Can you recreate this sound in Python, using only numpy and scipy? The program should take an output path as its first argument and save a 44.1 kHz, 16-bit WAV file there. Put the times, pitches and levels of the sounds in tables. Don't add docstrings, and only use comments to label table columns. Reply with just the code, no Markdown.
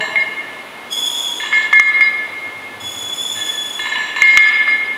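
import sys
import numpy as np
from scipy import signal
from scipy.fft import rfft, irfft, next_fast_len
from scipy.io import wavfile

SR = 44100
rng = np.random.default_rng(int(sys.argv[2]) if len(sys.argv) > 2 else 0)


def transcribe(signal):
    frames = np.atleast_2d(signal).T
    limited = np.clip(frames, -1, 1)
    pcm = np.round(limited * 32767).astype(np.int16)
    wavfile.write(sys.argv[1], SR, pcm)


N = 219353
TIME = np.arange(N) / SR

# frequency in Hz, level in dB.
ROOM_SPECTRUM = [(30, -43.5), (65, -16.5), (120, -14), (270, -1.5), (450, -2.5), (1100, -1.5), (1600, -6.5),
                 (2400, -7), (3400, -9), (5000, -22.5), (9200, -26.5), (10700, -22), (12300, -29),
                 (15500, -31)]
# frequency in Hz, width in Hz, level in dB.
CLATTER_BANDS = [(202.3, 130, -42), (438, 32, -41.5), (645, 43, -34), (831, 210, -37.5), (1019, 320, -30.5),
                 (2900, 240, -35)]
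# frequency in Hz, level in dB when clinked face to face,
# level in dB when rattled on the sleeve, free decay time (t60) in seconds.
PLATE_MODES = [(1022, -35.5, -3.5, 0.055), (1202, -1.5, -26, 0.025), (1727, -5.5, 1, 2.1),
               (1800, -20.5, 2, 0.27), (2138.4, -1, -1, 1.23), (2120, -30, -26, 0.16),
               (2826, -26, -5, 0.22), (2905, -19, -3.5, 0.11), (3467, -23.5, -25, 0.35),
               (3540, -28.5, -18, 2.2), (3950, -28.5, -8, 1.4), (4262, -46, -19.5, 0.98),
               (4920, -31, -40, 1.23), (5770, -51, -28.5, 0.63), (5800, -59, -26, 0.42),
               (6803, -39, -20, 0.72), (7460, -54, -18.5, 0.72), (8380, -45.5, -46, 0.87),
               (10100, -52, -42, .7), (10500, -56, -34, .9), (11800, -61, -45.5, 1.0),
               (13500, -62, -56, .7)]
# start in seconds, seconds until the fade, level in dB,
# fade in dB per second.
CHATTER_BOUTS = [(0, 0.014, -15.5, 209), (1.392, 0.17, -20, 130), (3.33, 0.11, -28, 200),
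                 (3.798, 0.26, -19.5, 248), (4.172, 0.09, -18, 70)]
# start in seconds, level in dB.
SLEEVE_KNOCKS = [(.006, -10), (1.400, -15.5), (1.459, -17), (3.792, -13.5), (3.856, -16.5), (3.869, -14.5),
                 (3.957, -15.5), (3.981, -36), (4.035, -44), (4.162, -10), (4.185, -16)]
# frequency in Hz, level in dB.
GRIT_SPECTRUM = [(40, -69), (200, -33), (450, -18.5), (700, -16.5), (1000, 10), (1400, -4), (2100, 9.5),
                 (3000, 3.5), (3700, -3), (4600, -17.5), (8000, -32), (15000, -34)]
# start in seconds, ring level in dB, clack level in dB, gain in dB
# of the modes above the strongest, gain in dB of those below it, free ringing in seconds.
PLATE_CLINKS = [(.157, -10, -12, -5.5, -6, 0.072), (1.527, -8.5, -5, -0.5, 0, .06),
                (1.728, -1, -2, -9, -2.5, .1), (1.796, 0, -1.5, -4.5, -6.5, .11),
                (2.008, -7, -5.5, -1, -6.5, .1), (4.2195, 0, -3.5, -2, -9.5, .2),
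                (4.373, 2.5, 6.5, -1.5, -3, .13), (4.677, -8, -11.5, -3.5, -3.5, 0.073)]
# frequency in Hz, level in dB.
CLACK_SPECTRUM = [(40, -44), (200, -35), (600, -28.5), (900, -15), (1200, 1), (1500, -16.5), (2200, 9.5),
                  (2600, -15.5), (3400, -5.5), (4500, -31.5), (8000, -41), (15000, -67)]
# start in seconds, length in seconds, seconds to fastest
# turning, top pitch in Hz, whistle level in dB, hiss level in dB, overtone gain in dB,
# half-order gain in dB, jitter and sag as fractions of the pitch.
SLEEVE_SQUEALS = [(.9, 0.51, .17, 3420, -23.5, -37.5, -10, -24.5, .017, .02),
                  (2.799, 1.03, 0.74, 3422, -27, -40.5, -9.5, -26, 0.00717, 0.0063),
                  (3.151, 0.25, 0.106, 3520, -32.5, -59, -2.5, -21, .011, .015)]
# multiple of the pitch, level in dB.
SQUEAL_OVERTONES = [(2, -0.5), (2.65, -15), (3, -9.5), (4, -16.5)]
# multiple of the pitch, level in dB.
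HALF_ORDERS = [(1.5, 2.5), (2.5, -6), (3.5, -9)]
# frequency in Hz, level in dB.
SCRAPE_SPECTRUM = [(300, -24), (1500, -24.5), (3000, 9), (4400, -3.5), (6000, -2), (7400, 4.5),
                   (9000, -1.5), (10500, -1), (12500, -8), (14000, 2), (15700, -9.5)]
# frequency in Hz, decay time (t60) in seconds.
GYM_DECAY = [(150, 0.39), (600, 1.9), (2000, 2.09), (3500, 1.78), (7000, 0.87), (14000, 0.45)]


def gain_of(db):
    return 10 ** (np.asarray(db) / 20)


def unit_rms(x):
    return x / np.sqrt(np.mean(x ** 2) + 1e-20)


def curve_at(points, hz):
    point_hz, value = np.transpose(points)
    return np.interp(np.log(hz + 1), np.log(point_hz + 1), value)


def add(mix, start, sound):
    part = mix[max(round(start * SR), 0):][:len(sound)]
    part += sound[:len(part)]


def noise(spectrum, envelope=1, size=4096):
    source = envelope * rng.standard_normal(N)
    log_gain = np.log(gain_of(curve_at(spectrum, abs(np.fft.fftfreq(size, 1 / SR)))))
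    response = np.fft.ifft(np.exp(np.conj(signal.hilbert(log_gain)))).real[:size // 2]
    return signal.oaconvolve(source, response / np.linalg.norm(response))[:N]


def wander(rate_hz):
    size = next_fast_len(N)
    lowpass = 1 / (1 + (np.fft.rfftfreq(size, 1 / SR) / rate_hz) ** 4)
    return unit_rms(irfft(rfft(rng.standard_normal(size)) * lowpass, size)[:N])


def room_noise(drone_hz=103, swell_db=16, swell_at_s=3.05, swell_width_s=.65):
    drone = np.sqrt(2) * wander(14) * np.sin(2 * np.pi * drone_hz * TIME)
    swell = np.exp(-((TIME - swell_at_s) / swell_width_s) ** 2)
    return gain_of(-34.5) * noise(ROOM_SPECTRUM) + gain_of(-64 + swell_db * swell) * drone


def clatter(t60=2.2):
    bands = sum(gain_of(db) * wander(width / 2) * np.sin(2 * np.pi * hz * TIME + wander(width / 4))
                for hz, width, db in CLATTER_BANDS)
    return np.sqrt(2) * bands * gain_of(-60 * TIME / t60)


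def chatter_envelope(rise_s=0.034):
    return sum(np.clip((TIME - start) / rise_s, 0, 1)
               * gain_of(db - fade * np.maximum(TIME - start - hold_s, 0))
               for start, hold_s, db, fade in CHATTER_BOUTS)


def rattle(taps_per_s=150, contact_t60=0.28, knock_s=0.0013, roughness_db=4):
    t = np.arange(SR // 2) / SR
    ring = sum(gain_of(db - 60 * t / t60 - 60 * t / contact_t60)
               * np.sin(2 * np.pi * (hz * t + rng.random())) for hz, _, db, t60 in PLATE_MODES)
    ring *= np.sin(np.pi / 2 * np.minimum(t / 0.0028, 1)) ** 2
    envelope = gain_of(-3) * chatter_envelope()
    impulses = rng.standard_normal(N) * (rng.random(N) < taps_per_s / SR)
    taps = unit_rms(impulses) * envelope / np.linalg.norm(ring)
    grit = gain_of(-8) * envelope * unit_rms(gain_of(roughness_db * wander(66)))
    for start, db in SLEEVE_KNOCKS:
        add(taps, start, gain_of([db]) / 2)
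        add(grit, start, gain_of(db + 2) * np.exp(-t / knock_s))
    return signal.fftconvolve(taps, ring)[:N] + noise(GRIT_SPECTRUM, grit)


def clinks(beat_depth=0.9, beat_hz=10.43, clack_s=0.0019, damped_db=-8, touch_s=0.0017,
           sway_db=3, sway_per_s=60):
    rings, blows = np.zeros(N), np.zeros(N)
    ends = [row[0] for row in PLATE_CLINKS[1:]] + [N / SR]
    main_hz = max(PLATE_MODES, key=lambda mode: mode[1])[0]
    for (start, ring_db, clack_db, upper_db, lower_db, free_s), end in zip(PLATE_CLINKS, ends):
        t = np.arange(0, end - start + 0.0088, 1 / SR)
        leaning = .5 + .5 * np.tanh((t - free_s) / (2 * touch_s))
        ring = np.zeros(len(t))
        for hz, db, _, t60 in PLATE_MODES:
            phase = 2 * np.pi * hz * t + rng.uniform(0, 2 * np.pi)
            beat = 2 * np.pi * beat_hz * np.sqrt(hz / main_hz) * (t - free_s)
            tone = np.sin(phase) + beat_depth * leaning * np.cos(phase + beat)
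            place_db = upper_db * (hz > main_hz) + lower_db * (hz < main_hz)
            lobes = np.append(0, rng.standard_normal(255))
            sweep = np.interp(t * sway_per_s, np.arange(len(lobes)), lobes)
            flutter_db = sway_db * min(hz / main_hz, 2) * sweep
            ring += gain_of(db + place_db + flutter_db + damped_db * leaning - 60 * t / t60) * tone
        attack = np.sin(np.pi / 2 * np.minimum(t / 0.0011, 1)) ** 2
        release = np.clip((t[-1] - t) / 0.0034, 0, 1)
        add(rings, start, gain_of(ring_db) * ring * attack * release)
        add(blows, start, gain_of(clack_db) * np.exp(-t / clack_s))
    return rings, noise(CLACK_SPECTRUM, blows)


def groan(start=0.81, end=1.6, hz=952):
    swell = np.sin(np.pi * np.clip((TIME - start) / (end - start), 0, 1))
    return gain_of(-38) * swell * np.sin(2 * np.pi * hz * TIME + wander(16))


def squeal(start, length, peak_s, top_hz, tone_db, hiss_db, overtone_db, half_db, jitter, sag,
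           attack_s=0.0077, release_s=0.028, catch_s=0.083, flutter_db=3):
    t = TIME - start
    speed = np.sin(np.pi / 2 * np.interp(t, [0, peak_s, length], [0, 1, 2])) ** 2
    gate = np.clip(t / attack_s, 0, 1) * np.clip((length - t) / release_s, 0, 1)
    hz = top_hz * (1 - sag * (1 - speed)) * (1 + jitter * wander(90))
    phase = 2 * np.pi * np.cumsum(hz) / SR
    catch_db = 13 * np.exp(-np.maximum(t, 0) / catch_s)
    tone = np.sin(phase)
    for partials, share_db in ((SQUEAL_OVERTONES, overtone_db), (HALF_ORDERS, half_db + catch_db)):
        tone += sum(gain_of(share_db + db) * np.sin(multiple * phase) for multiple, db in partials)
    grip = gain_of(flutter_db * wander(35))
    whistle = np.sqrt(2) * tone * grip * gain_of(tone_db - 4 * (1 - speed))
    hiss = noise(SCRAPE_SPECTRUM, np.sqrt(grip) * gain_of(hiss_db - 2.5 * (1.5 - speed)))
    return gate * (whistle + hiss)


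def reverberation(x, delay_s=.004, build_s=0.0074):
    size = 3 * SR // 2
    onset = np.clip((np.arange(size) / SR - delay_s) / build_s, 0, 1)
    hz, t, bands = signal.stft(rng.standard_normal(size) * onset, SR, nperseg=256)
    t60 = curve_at(GYM_DECAY, hz)[:, None]
    tail = signal.istft(bands * gain_of(-60 * t / t60) / np.sqrt(t60), SR, nperseg=256)[1]
    return signal.fftconvolve(x, tail / np.linalg.norm(tail))[:N]


def scene():
    ring, clack = clinks()
    chatter = rattle()
    squeals = gain_of(-0.5) * (sum(squeal(*row) for row in SLEEVE_SQUEALS) + groan())
    direct = ring + clack + gain_of(-2.5) * chatter + squeals
    to_walls = gain_of(-9) * ring + gain_of(-3) * clack + gain_of(-2) * chatter + squeals
    return (direct + reverberation(to_walls) + clatter() + room_noise())[None]


def record(dry, threshold_db=-7, recover_db_per_s=55, attack_s=0.0055, cutoff_hz=15720):
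    pole = np.exp(-1 / (attack_s * SR))
    power_db = 10 * np.log10(signal.lfilter([1 - pole], [1, -pole], dry[0] ** 2) + 1e-12)
    recovery_db = TIME * recover_db_per_s
    held_db = np.maximum.accumulate(power_db + recovery_db) - recovery_db
    duck_db = signal.lfilter([1 - pole], [1, -pole], np.maximum(held_db - threshold_db, 0))
    clipped = np.clip(dry / gain_of(duck_db), -1, 1)
    lowpass = signal.firwin(511, cutoff_hz, window=("kaiser", 9), fs=SR)
    return signal.oaconvolve(clipped, lowpass[None], "same")


dry = scene()
out = record(dry)
transcribe(out)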